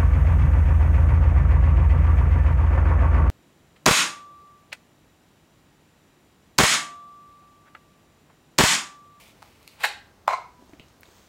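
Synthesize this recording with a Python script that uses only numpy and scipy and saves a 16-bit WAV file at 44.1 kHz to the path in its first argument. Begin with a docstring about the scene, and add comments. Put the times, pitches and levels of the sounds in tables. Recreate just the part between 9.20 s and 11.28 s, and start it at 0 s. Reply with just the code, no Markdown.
"""A pointed stick is pushed through a hand-held paper cup in a living room.
The tip scratches and clicks as dense grains and pulses; the paper tears as grains and cracks as ringing pulses.
It breaks through with a rip, hollow pops of ringing wall modes, and the grainy scrape of the shaft.
Noise ticks, two-partial finger bumps and a rustling sleeve follow as the stick is drawn out.
A diffuse room tail answers, over a steady floor of shaped noise."""
import sys
import numpy as np
from scipy import signal
from scipy.fft import rfft, irfft, next_fast_len
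from scipy.io import wavfile
from scipy.ndimage import map_coordinates

SR = 44100
rng = np.random.default_rng(int(sys.argv[2]) if len(sys.argv) > 2 else 0)


def master(y):
    """Save y as 16-bit WAV."""
    cut = np.clip(np.atleast_2d(y).T, -1, 1)
    pcm = np.round(cut * 32767)  # scale
    wavfile.write(sys.argv[1], SR, pcm.astype(np.int16))


N = 91728
T = np.arange(SR * 3 // 5) / SR  # clock of one short event [s]

# Quiet room noise: [f/Hz, relative level/dB]
FLOOR = [(20, -29), (32, -11), (48, -5), (70, 0), (110, -4), (170, -5.5), (280, -6), (430, -9.5),
         (700, -12), (1200, -13.5), (1700, -18.5), (2600, -23), (3500, -23.5), (6000, -26), (10000, -33),
         (15500, -33.5)]
FLOOR_DB = -57.5  # rms

# Room decay: [f/Hz, t60/s]
ROOM_T60 = [(250, 0.42), (500, 0.31), (900, 0.38), (2200, 0.38), (4200, 0.36), (8000, 0.29), (14000, 0.23)]
# Spectrum of the room's answer: [f/Hz, gain/dB]
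ROOM_COLOUR = [(200, -11), (450, 1), (800, -3), (1300, -5), (2000, -4.5), (4000, 2.5), (8000, 3),
               (15000, -6)]
# tail energy before its colouring, first delay, build-up time
ROOM_DB, ROOM_DELAY_S, ROOM_BUILD_S = -6, 0.00067, 0.0024

# Sleeve rustle, before its trim: [t/s, level/dB]
SLEEVE_LEVEL = [(1.3, -80), (1.42, -64), (1.55, -66.5), (1.66, -64.5), (1.78, -70.5), (1.87, -59),
                (1.97, -55.5), (2.08, -61.5)]
# Sleeve cloth: [f/Hz, relative level/dB]
SLEEVE_COLOUR = [(400, 1), (1200, -0.5), (3500, -1.5), (5000, -6), (6800, -3.5), (9000, -9), (10500, -16),
                 (15000, -8.5)]
# Dry ticks of tip and fingernails, before their trim: [t/s, level/dB, centre f/Hz, width/octaves, t60/s]
TICKS = [(0.037, -38, 3050, 1.1, 0.013), (.078, -44, 6000, 1.8, 0.016), (0.096, -69, 3930, 1.8, 0.014),
         (1.494, -49, 3740, 1, 0.023), (1.534, -41.5, 2000, 0.68, 0.023), (1.597, -35.5, 2650, 0.57, 0.013),
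         (1.6, -44, 2900, 0.16, 0.092), (1.684, -50, 4200, 0.77, 0.023), (1.809, -35, 14600, 0.28, 0.0068),
         (1.8325, -34, 2140, 1.2, 0.011), (1.855, -42.5, 3760, 0.26, 0.015)]
SLEEVE_TRIM_DB, TICK_TRIM_DB = -3.5, -7.5
# Soft finger bumps: [t/s, level/dB, lower partial f/Hz, t60/s]
BUMPS = [(1.389, -49.5, 244, 0.26), (1.424, -35.5, 292, 0.016), (1.495, -35.5, 298, 0.01),
         (1.533, -35.5, 298, 0.044), (1.597, -36.5, 324, 0.021), (1.604, -34, 192, 0.013),
         (1.885, -45.5, 397, 0.027)]

# The base dimples under the tip: [t/s, peak level/dB]
DENTS = [(.2225, -35), (.2272, -30)]
# Dull knock of a dimple: [f/Hz, relative level/dB]
DENT_COLOUR = [(150, -42), (520, -11), (820, 5), (1050, -2), (1300, 0), (1700, -10), (2100, -8.5),
               (3200, -19.5), (4300, -14.5), (6000, -20.5), (15000, -31.5)]
# The tip catches on the paper: [t/s, peak level/dB]
SLIPS = [(.4296, -40), (.459, -55), (.4775, -26.5)]
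# Small click of a slip: [f/Hz, relative level/dB]
SLIP_COLOUR = [(200, -50), (800, -9), (1200, -4), (1800, -20), (2200, 6), (2800, 4), (3300, -8), (4250, 5),
               (5500, -9), (7500, -7), (10500, -9), (12400, -3), (15000, -27)]

# Tip scratching on the paper: [t/s, level/dB]
SCRATCH_LEVEL = [(0, -49.5), (.04, -56.5), (.1, -57), (.14, -68.5), (.21, -64.5), (.26, -61), (.38, -64.5),
                 (.44, -63), (.52, -60), (.58, -64)]
# Scratched paper: [f/Hz, relative level/dB]
SCRATCH_COLOUR = [(290, -28), (500, -13), (716, -1), (769, -24), (851, -5), (1150, -6), (1290, -20),
                  (2230, -0.5), (3380, -7.5), (5200, -12.5), (5830, -14), (12100, -16), (15500, -15)]
# Fibres parting round the tip: [t/s, level/dB]
TEAR_LEVEL = [(.57, -71), (.597, -52), (.608, -40.5), (.618, -42), (.632, -39), (.637, -24.5),
              (.648, -27.5), (.654, -21), (.668, -42.5), (.69, -70.5)]
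# Torn fibres: [f/Hz, relative level/dB]
TEAR_COLOUR = [(120, -64), (200, -54), (310, -44), (437, -15.5), (564, -21), (798, -9), (1280, -13.5),
               (1590, -9.5), (1740, -14), (2510, -9), (3360, -13), (4030, -14.5), (6130, -28.5),
               (7220, -24), (15500, -31)]
# Cracks of the tearing base: [t/s, peak level/dB, treble tilt/(dB per octave), ring level re peak/dB]
CRACKS = [(.6075, -33, 0, -15), (.6352, -20, 5.5, -66), (.6386, -9, 0.5, -56), (.6423, -6, -2.5, -24),
          (.6452, -10, 0, -25.5), (.6484, -10.5, 2.5, -63)]
# Crack before its tilt: [f/Hz, relative level/dB]
CRACK_COLOUR = [(120, -55), (250, -44), (480, -21), (680, -6.5), (810, -1.5), (1000, -8.5), (1250, -12.5),
                (1600, 3.5), (1950, 0.5), (2500, -8.5), (3400, -17), (4200, -11.5), (5500, -37),
                (7300, -19.5), (9700, -51), (11400, -24.5), (15500, -39)]
# Ringing of the taut base: [f/Hz, relative level/dB, t60/s]
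CRACK_MODES = [(832, -6, 0.45), (840, 2, 0.26), (1430, -19, 0.5), (1587, -9.5, 0.55), (1579, -7, .37),
               (2016, -8.5, 0.35), (2448, -7, 0.27), (2606, -1.5, .26), (3780, -6, .28), (4020, -22, .25),
               (4060, -9, 0.21)]

# Last short rip: [f/Hz, relative level/dB]
RIP_COLOUR = [(500, -3), (2000, 7.5), (4500, -5.5), (8000, -6), (11000, -25), (15000, -11)]
# Shaft sliding through the hole: [t/s, level/dB]
SLIDE_LEVEL = [(1.076, -32), (1.081, -37.5), (1.11, -26), (1.12, -35), (1.134, -25), (1.146, -31),
               (1.165, -65)]
# Scraping shaft: [f/Hz, relative level/dB]
SLIDE_COLOUR = [(100, -45), (250, -36.5), (400, -19), (600, -12), (720, -2), (830, -14), (1050, 4),
                (1200, -22), (1400, -8), (1800, -16.5), (2200, -9), (3100, -32), (4100, -26.5), (5000, -31),
                (6500, -31), (10500, -43.5), (15500, -49.5)]
# Hollow pops of the cup wall: [t/s, peak level/dB, treble tilt/(dB per octave), ring level re peak/dB]
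POPS = [(1.0675, -44, -12, -28), (1.0795, -2.5, -0.5, -24.5), (1.0893, -13, -1, -32),
        (1.1045, -35, -8.5, -41), (1.1305, -15, -1, -18), (1.1346, -15, -2, -17)]
# Pop before its tilt: [f/Hz, relative level/dB]
POP_COLOUR = [(100, -74), (250, -32.5), (400, -27.5), (650, -0.5), (1050, 2), (1400, -6), (1850, -21),
              (2300, -17.5), (3000, -28.5), (4100, -30.5), (5200, -44), (8000, -35.5), (10500, -44.5),
              (15500, -59)]
# Ringing of the pierced cup: [f/Hz, relative level/dB, t60/s]
POP_MODES = [(731, 0.5, 0.13), (818, -28, 0.12), (942, -13, 0.23), (987, -12.5, 0.78), (1051, 6, 0.2),
             (1290, -12, 0.42), (2088, -13, .33), (2208, -11, 0.34), (2340, -30, 0.33), (4095, -17, 0.22),
             (4080, -18, 0.19)]

WAVER_RATE, WAVER_RAD, WAVER_DB = 70, .55, 2.5  # knots/s, phase depth, level depth
TOP_HZ = 15800  # recorder band limit


def amp(db):
    """Decibels to linear gain."""
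    return 10 ** (np.asarray(db) / 20)


def unit(x):
    """Scale to rms 1."""
    return x / np.sqrt(np.mean(x ** 2) + 1e-20)


def along(points, hz):
    """Read a (f/Hz, value) curve on a log frequency axis."""
    f, v = np.transpose(points)
    return np.interp(np.log(hz + 1), np.log(f + 1), v)


def level(rows):
    """Gain per sample from (t/s, level/dB) rows, practically silent outside them."""
    s, db = np.transpose(rows)
    return amp(np.interp(np.arange(N) / SR, s, db, left=-120, right=-120))


def add(track, s, x):
    """Mix x into the track at time s, cut at the track's end."""
    part = track[max(round(s * SR), 0):][:len(x)]
    part += x[:len(part)]


def pulse(colour, size=4096):
    """A causal (minimum-phase) click with the given spectrum, peak 1."""
    gain = amp(along(colour, np.fft.rfftfreq(size, 1 / SR)))
    cepstrum = irfft(np.log(gain))
    # folding the cepstrum forward puts the energy right after the onset
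    cepstrum[1:size // 2] *= 2
    cepstrum[size // 2 + 1:] = 0
    click = irfft(np.exp(rfft(cepstrum)))
    return click / np.abs(click).max()


def grains(colour, rate, spread_db):
    """Tiny clicks of uneven size at random times, rate per second, rms 1."""
    happens = rng.random(N) < rate / SR
    sign = rng.choice([-1, 1], N)
    size = amp(spread_db * np.clip(rng.standard_normal(N), -2, 2))
    return unit(signal.fftconvolve(happens * sign * size, pulse(colour))[:N])


def waver():
    """A quick smooth random curve, WAVER_RATE knots a second."""
    knots = rng.standard_normal(int(T[-1] * WAVER_RATE) + 2)
    return map_coordinates(knots, [T * WAVER_RATE], mode="nearest")


def ring(modes, attack_s):
    """Fading modes that waver in level and phase, so that the paper never rings like glass."""
    tones = np.zeros(len(T))
    for hz, db, t60 in modes:
        fade = amp(db + WAVER_DB * waver() - 60 * T / t60)
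        tones += fade * np.sin(2 * np.pi * hz * T + WAVER_RAD * waver())
    return tones * (1 - np.exp(-T / attack_s))


def floor():
    """Steady rumble and hiss of the quiet room, as noise shaped in frequency."""
    gain = amp(along(FLOOR, np.fft.rfftfreq(N, 1 / SR)))
    noise = irfft(rfft(rng.standard_normal(N)) * gain, N)
    return amp(FLOOR_DB) * unit(noise)


def room(x):
    """The sound with its diffuse answer; each frequency dies at its own speed."""
    hz, t, z = signal.stft(rng.standard_normal(len(T)), SR, nperseg=256)
    fade = amp(-60 * t / along(ROOM_T60, hz[:, None]))
    tail = signal.istft(z * fade, SR, nperseg=256)[1][:len(T)]
    tail *= 1 - np.exp(-np.maximum(T - ROOM_DELAY_S, 0) / ROOM_BUILD_S)
    tail /= np.linalg.norm(tail)
    tail = irfft(rfft(tail) * amp(along(ROOM_COLOUR, np.fft.rfftfreq(len(T), 1 / SR))))
    return x + amp(ROOM_DB) * signal.fftconvolve(x, tail)[:N]


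def sleeve():
    """Cloth rubs in many tiny, very uneven clicks."""
    cloth = grains(SLEEVE_COLOUR, rate=7000, spread_db=9)
    return amp(SLEEVE_TRIM_DB) * level(SLEEVE_LEVEL) * cloth


def ticks():
    """Hard little contacts of tip and fingernails: fading bursts of band-shaped noise."""
    out = np.zeros(N)
    hz = np.fft.rfftfreq(len(T), 1 / SR)
    for s, db, centre_hz, width, t60 in TICKS:
        band = 1 / (1 + (np.log2((hz + 1) / centre_hz) / width) ** 2)
        band /= np.sqrt(hz + centre_hz)  # softens the treble
        noise = unit(irfft(rfft(rng.standard_normal(len(T))) * band))
        add(out, s, amp(db + TICK_TRIM_DB - 60 * T / t60) * noise)
    return out


def bumps(attack_s=0.00057):
    """Soft fingers set off two inharmonic low partials that fade together."""
    out = np.zeros(N)
    for s, db, pitch_hz, t60 in BUMPS:
        envelope = amp(db - 60 * T / t60) * (1 - np.exp(-T / attack_s))
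        low = np.sin(2 * np.pi * pitch_hz * T)
        high = 0.28 * np.sin(2 * np.pi * 2.15 * pitch_hz * T)
        add(out, s, envelope * (low + high))
    return out


def handling():
    """Sleeve, ticks and finger bumps share one answer of the room."""
    return room(sleeve() + ticks() + bumps())


def pressing():
    """Before it tears, the base dimples with a dull knock and the tip slips with small clicks."""
    out = np.zeros(N)
    for rows, colour in (DENTS, DENT_COLOUR), (SLIPS, SLIP_COLOUR):
        for s, db in rows:
            add(out, s, amp(db) * pulse(colour))
    return room(out)


def snaps(rows, colour, modes, attack_s, knee_hz=1200):
    """The paper gives way in sudden steps; each is a sharp push that sets the cup ringing."""
    push, rings = np.zeros(N), np.zeros(N)
    for s, db, tilt, ring_db in rows:
        # the tilt acts only above the knee
        tilted = [(hz, gain + tilt * np.log2(max(hz / knee_hz, 1))) for hz, gain in colour]
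        add(push, s, amp(db) * pulse(tilted))
        add(rings, s, amp(db + ring_db) * ring(modes, attack_s))
    return room(push) + rings  # the ringing stays dry


def breakthrough(rip_s=1.0783, rip_db=-25, rip_t60=0.02):
    """A last short rip, the hollow pops, and the shaft scraping through the hole."""
    scrape = level(SLIDE_LEVEL) * grains(SLIDE_COLOUR, rate=5000, spread_db=1)
    rip = grains(RIP_COLOUR, rate=9800, spread_db=0.5)[:len(T)]
    add(scrape, rip_s, amp(rip_db - 60 * T / rip_t60) * rip)
    return room(scrape) + snaps(POPS, POP_COLOUR, POP_MODES, attack_s=0.0048)


def puncture():
    """The tip scratches, then fibres part in a swell of grains while the base cracks and rings."""
    scratch = level(SCRATCH_LEVEL) * grains(SCRATCH_COLOUR, rate=2500, spread_db=2)
    tear = level(TEAR_LEVEL) * grains(TEAR_COLOUR, rate=7600, spread_db=0.5)
    return room(scratch + tear) + snaps(CRACKS, CRACK_COLOUR, CRACK_MODES, attack_s=.002)


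def scene():
    """Everything summed at one microphone."""
    mix = floor() + handling() + pressing() + breakthrough() + puncture()
    return mix[None]


def record(dry):
    """The recorder keeps nothing above its band limit."""
    m = next_fast_len(N + SR // 2)  # padded so that the filter does not wrap round
    kept = np.fft.rfftfreq(m, 1 / SR) < TOP_HZ
    return irfft(rfft(dry, m) * kept, m)[..., :N]


dry = scene()
out = record(dry)
master(out)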